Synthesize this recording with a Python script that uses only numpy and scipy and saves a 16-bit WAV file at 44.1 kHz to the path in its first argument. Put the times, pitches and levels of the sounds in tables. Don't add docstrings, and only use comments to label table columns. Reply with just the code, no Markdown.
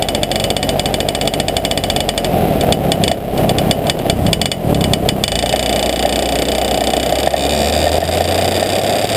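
import sys
import numpy as np
from scipy import signal
from scipy.fft import rfft, irfft
from scipy.io import wavfile
from scipy.ndimage import uniform_filter1d

SR = 44100
rng = np.random.default_rng(int(sys.argv[2]) if len(sys.argv) > 2 else 0)


def store_pcm(level_fs):
    pcm = np.round(np.clip(level_fs, -1, 1) * 32767).astype(np.int16)
    wavfile.write(sys.argv[1], SR, np.atleast_2d(pcm).T)


N = 403956
TIME = np.arange(N) / SR
RING_TIME = np.arange(8192) / SR

# t/s, f/Hz
CRANK_SPEED = [(0, 47.96), (1.95, 47.96), (2.2, 45), (2.9, 33.69), (4.3, 32), (4.48, 48), (4.8, 32),
               (5.2, 33), (5.2375, 44.7), (5.32, 54.42), (5.47, 59.59), (6.1, 60.53), (7.05, 63.23),
               (7.35, 68.36), (8.0, 81.5), (9.16, 105.65)]
# start t/s, interval/turns (0 = coasting)
FIRING_RHYTHM = [(.015, 3), (.14, 4), (.31, 2), (.44, 3), (.68, 5), (.79, 3.5), (1.08, 3), (1.39, 4),
                 (1.64, 3), (2.0, 4), (2.22, 0), (5.23, 2), (7.18, 1.72), (7.36, 1.125), (7.49, 1.065),
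                 (7.76, 1.095), (7.91, 1.3), (7.96, 1.5), (8.13, 1.5), (8.56, 1.53)]
# t/s, level/dB
STRAY_BANGS = [(2.2453, -1.5), (2.61, -1), (2.7239, 14), (2.9184, 11.5), (3.0373, 10.5), (3.0791, 11),
               (3.115, 10), (3.3772, -6.5), (3.4931, 4), (3.5843, 5.5), (3.711, 10.5), (3.8688, -3),
               (3.8975, 10.5), (3.9898, -6.5), (4.0982, 7.5), (4.2655, -4), (4.3307, 10.5), (4.4151, 10.5),
               (4.4568, 11.5), (4.5163, 10.5), (4.7456, 1.5), (4.809, -2), (4.8407, 5), (4.9346, 9),
               (5.0887, 11)]
# f/Hz at idle, f/Hz at speed, bandwidth/Hz, level/dB
PIPE_RESONANCES = [(679, 630, 210, 4.5), (1077, 1030, 230, -14), (1800, 1805, 134, -0.5),
                   (2296, 2445, 84, 4.5), (2582, 2700, 143, -0.5), (3426, 3590, 226, 7),
                   (3540, 3720, 90, 4.5), (4492, 4740, 111, 5), (4937, 5050, 237, -2.5),
                   (5175, 8300, 144, -8), (6650, 6550, 65, -7), (7070, 7070, 340, -6.5),
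                   (7485, 7280, 104, 0.5), (8595, 8300, 157, 1), (10070, 18000, 270, -10),
                   (9060, 6900, 170, -55), (14340, 42000, 280, -7.5)]
# f/Hz, level/dB
GAS_SPECTRUM = [(500, -35), (1100, -0.5), (1550, -4), (1850, 6.5), (2700, 1), (3500, 7), (4100, -13),
                (4800, 5), (6000, -14.5), (7200, -7.5), (8700, 0), (10800, -9.5), (13300, -4.5),
                (15000, -46)]
# f/Hz, level/dB, T60/s
METAL_MODES = [(1850, -17, .1), (2963, 3, .12), (4690, -15, .13), (5087, -24, .2), (6925, -21, .2),
               (7321, -19, .16), (9035, -7, .11), (14968, -9, .11)]
# f/Hz, level/dB, T60/s
FRAME_MODES = [(83, -7.5, 0.33), (145.3, -9.5, 0.097), (220, -1, 0.2), (275.2, -0.5, 0.18),
               (395, -9, 0.057), (433, -20, 0.053), (570, -1.5, 0.11), (745, -20.5, 0.14)]
# f/Hz, level/dB
FRAME_SWAY = [(32, -22.5), (48, -28), (55, -17), (60, -26), (68, -27.5), (76, -22.5), (88, -23.5),
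              (98, -30.5)]
# f/Hz, bandwidth/Hz, level/dB
AIRBOX_RESONANCES = [(98, 30, -5), (165, 80, 3), (425, 60, -5)]
# f/Hz, level/dB
TYRE_SPECTRUM = [(20, -36), (50, -7), (90, -4.5), (170, -5.5), (250, -6), (400, -11.5), (750, -44),
                 (1000, -24.5), (3000, -60), (6000, -52), (9000, -40.5)]
# start t/s, end t/s, rumble level/dB, rattle level/dB
BROKEN_ASPHALT = [(2.23, 2.556, -14.5, -14), (2.562, 3.094, -8, -9), (3.273, 3.682, -10, -11),
                  (3.72, 3.864, -10.5, -12), (4.007, 4.46, -12, -21.5), (4.576, 4.93, -9.5, -18),
                  (4.924, 5.2, -11.5, -17)]
# t/s, level/dB
HARD_KNOCKS = [(1.496, 1.5), (1.581, 0), (2.71, 2), (3.01, 0), (3.115, 14), (3.44, -2), (5.439, 1),
               (5.539, 4), (6.053, 3.5), (6.818, -1), (6.937, 2), (7.125, -0.5), (7.273, 6.5), (7.341, 6.5),
               (7.87, 4.5), (8.028, 3), (8.208, 4), (8.627, 0)]
# f/Hz, level/dB
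RATTLE_SPECTRUM = [(40, -12), (150, -5), (350, -2), (500, 0), (670, 5), (770, 0.5), (860, -10), (980, -18),
                   (1250, -19.5), (1550, -21), (3000, -20.5), (6000, -39)]
# f/Hz, bandwidth/Hz, level/dB
SIZZLE_RESONANCES = [(11330, 230, 0), (12670, 230, 0), (14950, 300, -5)]
# f/Hz, level/dB
MICROPHONE_RESPONSE = [(0, -0.5), (9500, 0), (10700, -7.5), (13400, -7.5), (14500, -3), (16000, -14)]

THROTTLE_S = 5.2375
IDLE_DB, OPEN_DB, AT_SPEED_DB = 2.5, -1.5, -4.5
FLOODED_DB, CLEARING_S = 9, 0.29
AFTER_MISS_DB, STEADY_DB = 1.6, 3


def crank():
    turns = np.cumsum(curve(CRANK_SPEED, TIME)) / SR
    turns -= np.interp(THROTTLE_S, TIME, turns)
    return turns, np.interp(np.arange(np.ceil(turns[0]), turns[-1]), turns, TIME)


def firings(turn_s, uneven_db=1.0, jitter_s=.0003):
    ends = [start for start, _ in FIRING_RHYTHM[1:]] + [TIME[-1]]
    fired = []
    for (start, every), end in zip(FIRING_RHYTHM, ends):
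        if every:
            first, last = np.searchsorted(turn_s, [start, end])
            fired.extend(first + np.arange(0, last - first, every).astype(int))
    t = turn_s[fired]
    after_miss = np.diff(fired, prepend=0) > 1
    flooded = np.exp(-abs(t - THROTTLE_S) / CLEARING_S)
    open_db = OPEN_DB + AT_SPEED_DB * workload(t) + FLOODED_DB * flooded
    open_db += AFTER_MISS_DB * after_miss + STEADY_DB * steadiness(t)
    bang_s, bang_db = np.transpose(STRAY_BANGS)
    strength, lateness = rng.standard_normal((len(t), 2)).T
    db = np.where(t < bang_s[0], IDLE_DB, open_db) + uneven_db * (1 - steadiness(t)) * strength
    jittered_s = t + jitter_s * (1 - workload(t)) * lateness
    return np.r_[jittered_s, bang_s], gain_of(np.r_[db, bang_db])


def half_burns(turn_s, share=.08, half_db=-12):
    t = turn_s[(rng.random(len(turn_s)) < share) & (turn_s < STRAY_BANGS[0][0])]
    return t, np.full(len(t), gain_of(half_db))


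def exhaust(t, size, crack_db=-1.0, drift=0.0077, softening_db=-2.0, unsteady=.08):
    loads = np.linspace(0, 1, 9)
    firing_load = workload(t) + unsteady * (1 - steadiness(t)) * rng.standard_normal(len(t))
    nearest = abs(firing_load[:, None] - loads).argmin(1)
    cracks = []
    for load in loads:
        pipe = [((idle + load * (fast - idle)) * (1 + drift * rng.standard_normal()), width, db)
                for idle, fast, width, db in PIPE_RESONANCES]
        cracks.append(resonances(pipe))
    mean_peak = np.abs(cracks).max(1).mean()
    cracks = np.array(cracks) / mean_peak * gain_of(crack_db + softening_db * loads)[:, None]
    return sum(ring(impulses(t, size * (nearest == k)), crack) for k, crack in enumerate(cracks))


def gas(t, size, echo_db=-23, echo_t60=.06, puff_db=-21, puff_t60=0.094, tail_db=-35, tail_t60=0.2,
        hiss_db=-40, rasp_db=3, calm_db=-9):
    fired = impulses(t, size * gain_of(rasp_db * workload(t) ** 2))
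    scatter = colour(rng.standard_normal(N), GAS_SPECTRUM)[:len(RING_TIME)] * decay(echo_db, echo_t60)
    puff_power = decay(puff_db, puff_t60) ** 2 + decay(tail_db, tail_t60) ** 2
    puffs = fired * gain_of(calm_db * steadiness(TIME))
    power = abs(ring(puffs ** 2, puff_power)) + gain_of(hiss_db) ** 2
    return ring(fired, scatter) + np.sqrt(power) * colour(rng.standard_normal(N), GAS_SPECTRUM)


def engine_body(t, size, metal_db=-21, thump_db=-21, hardest_db=3, metal_fade_db=-6, thump_fade_db=-4):
    fade = workload(t) ** 2
    strikes = impulses(t, size * gain_of(metal_db + metal_fade_db * fade))
    thumps = impulses(t, np.minimum(size, gain_of(hardest_db)) * gain_of(thump_db + thump_fade_db * fade))
    return ring(strikes, modes(METAL_MODES)) + ring(thumps, modes(FRAME_MODES))


def frame_sway(turns):
    sway_db = curve(FRAME_SWAY, curve(CRANK_SPEED, TIME))
    return np.sqrt(2) * np.sin(2 * np.pi * turns) * gain_of(sway_db)


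def air_box(turn_s, pump_db=-1):
    gulps = impulses(turn_s, 1 + .2 * rng.standard_normal(len(turn_s)))
    return gain_of(pump_db) * unit_rms(ring(gulps, resonances(AIRBOX_RESONANCES)))


def tyres(turns, road_db=-4, throb=0.29):
    noise = rng.standard_normal(N) * (1 + throb * np.sin(2 * np.pi * turns))
    return gain_of(road_db) * colour(noise, TYRE_SPECTRUM)


def shaking(pit_lane_db=-23.5, track_db=-37, engine_db=-17, at_speed_db=2.5, attack_s=0.14, release_s=0.19):
    rumble_power = gain_of(np.where(TIME < THROTTLE_S, pit_lane_db, track_db)) ** 2
    rattle_power = gain_of(engine_db + at_speed_db * workload(TIME)) ** 2
    for start, end, rumble_db, rattle_db in BROKEN_ASPHALT:
        envelope = np.clip((TIME - start) / attack_s, 0, 1) * np.exp(-np.maximum(TIME - end, 0) / release_s)
        rumble_power += (envelope * gain_of(rumble_db)) ** 2
        rattle_power += (envelope * gain_of(rattle_db)) ** 2
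    return np.sqrt(rumble_power), np.sqrt(rattle_power)


def housing_knocks(fired_s, hz=670, length_s=0.0084, hard_db=-2, lead_s=0.0022,
                   share=.16, light_db=-10.0, spread_db=-2.5, within_s=.02):
    t, db = np.transpose(HARD_KNOCKS)
    chance, delay, strength = rng.random((len(fired_s), 3)).T
    light_size = (chance < share) * gain_of(light_db + spread_db * (2 * strength + 0.5))
    blows = impulses(t - lead_s, gain_of(db + hard_db)) + impulses(fired_s + within_s * delay, light_size)
    window = np.sin(np.pi * np.minimum(RING_TIME / length_s, 1)) ** 2
    return ring(blows, window * np.sin(2 * np.pi * hz * RING_TIME)) + housing_wall(blows)


def housing_wall(blows, hz=1820, t60=0.087, wall_db=-17, idle_db=-9):
    return ring(blows * gain_of(idle_db * (1 - workload(TIME))), modes([(hz, wall_db, t60)]))


def housing_rattle(fired, taps_per_s=200, spread_db=2.5, buzz_db=-4, tap_db=-5, sizzle_db=-14,
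                   throb=0.42, lag_s=0.0073):
    jolt = abs(ring(np.minimum(fired, 1), RING_TIME / lag_s * np.exp(1 - RING_TIME / lag_s)))
    chatter = 1 + throb * jolt
    chatter /= uniform_filter1d(chatter, size=SR // 4)
    sizes = gain_of(spread_db * np.minimum(rng.exponential(1, N), 4)) * rng.choice([-1, 1], N)
    taps = unit_rms(sizes * (rng.random(N) < taps_per_s / SR))
    drive = chatter * (gain_of(tap_db) * taps + gain_of(buzz_db) * rng.standard_normal(N))
    sizzle = unit_rms(ring(drive, resonances(SIZZLE_RESONANCES)))
    return colour(drive, RATTLE_SPECTRUM) + gain_of(sizzle_db) * sizzle


def workload(t, idle_hz=47, fast_hz=78):
    return np.clip((curve(CRANK_SPEED, t) - idle_hz) / (fast_hz - idle_hz), 0, 1)


def steadiness(t):
    start, intervals = np.transpose(FIRING_RHYTHM)
    every = intervals[np.searchsorted(start, t, "right") - 1]
    return (every > 0) * np.clip(1 - 2 * (every - 1), 0, 1)


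def resonances(table):
    response = 0
    for hz, width, db in table:
        age = np.pi * width * RING_TIME / np.sqrt(np.sqrt(2) - 1)
        response += gain_of(db) * width * age * np.exp(-age) * np.sin(2 * np.pi * hz * RING_TIME)
    return response


def modes(table):
    return sum(decay(db, t60) * np.sin(2 * np.pi * hz * RING_TIME) for hz, db, t60 in table)


def decay(db, t60):
    return gain_of(db - 60 * RING_TIME / t60)


def impulses(t, size):
    return np.bincount(np.clip(np.round(t * SR).astype(int), 0, N), size, N + 1)[:N]


def ring(x, response):
    return signal.oaconvolve(x, response)[:N]


def colour(x, spectrum):
    hz, db = np.transpose(spectrum)
    shape_db = np.interp(np.log(np.fft.rfftfreq(N, 1 / SR) + 1), np.log(hz), db)
    return unit_rms(irfft(rfft(x) * gain_of(shape_db), N))


def curve(rows, at):
    return np.interp(at, *np.transpose(rows))


def unit_rms(x):
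    return x / np.sqrt(np.mean(x ** 2) + 1e-20)


def gain_of(db):
    return 10 ** (np.asarray(db) / 20)


def scene():
    turns, turn_s = crank()
    t, size = np.hstack([firings(turn_s), half_burns(turn_s)])
    rumble_gain, rattle_gain = shaking()
    engine = exhaust(t, size) + gas(t, size) + engine_body(t, size)
    chassis = frame_sway(turns) + rumble_gain * (air_box(turn_s) + tyres(turns))
    housing = rattle_gain * housing_rattle(impulses(t, size)) + housing_knocks(t)
    return (engine + chassis + housing)[None]


def record(dry, low_cut_hz=40, limit_db=-1.0, recovery_db_per_s=52, attack_s=0.0038, delay_s=0.0015,
           high_cut_hz=15500):
    dry = signal.sosfilt(signal.butter(3, low_cut_hz, "high", fs=SR, output="sos"), dry)
    over_db = np.maximum(20 * np.log10(abs(dry[0]) + 1e-9) - limit_db, 0)
    recovery_db = TIME * recovery_db_per_s
    held_db = np.maximum.accumulate(over_db + recovery_db) - recovery_db
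    late_db = np.interp(TIME - delay_s, TIME, held_db)
    pole = np.exp(-1 / (attack_s * SR))
    ducked = dry / gain_of(signal.lfilter([1 - pole], [1, -pole], late_db))
    saturated = .95 * ducked / (1 + ducked ** 4) ** (1 / 4)
    microphone = gain_of(curve(MICROPHONE_RESPONSE, np.fft.rfftfreq(N, 1 / SR)))
    coloured = irfft(rfft(saturated) * microphone, N)
    low_pass = signal.firwin(255, high_cut_hz, window=("kaiser", 9), fs=SR)
    return signal.oaconvolve(coloured, low_pass[None], "same")


dry = scene()
out = record(dry)
store_pcm(out)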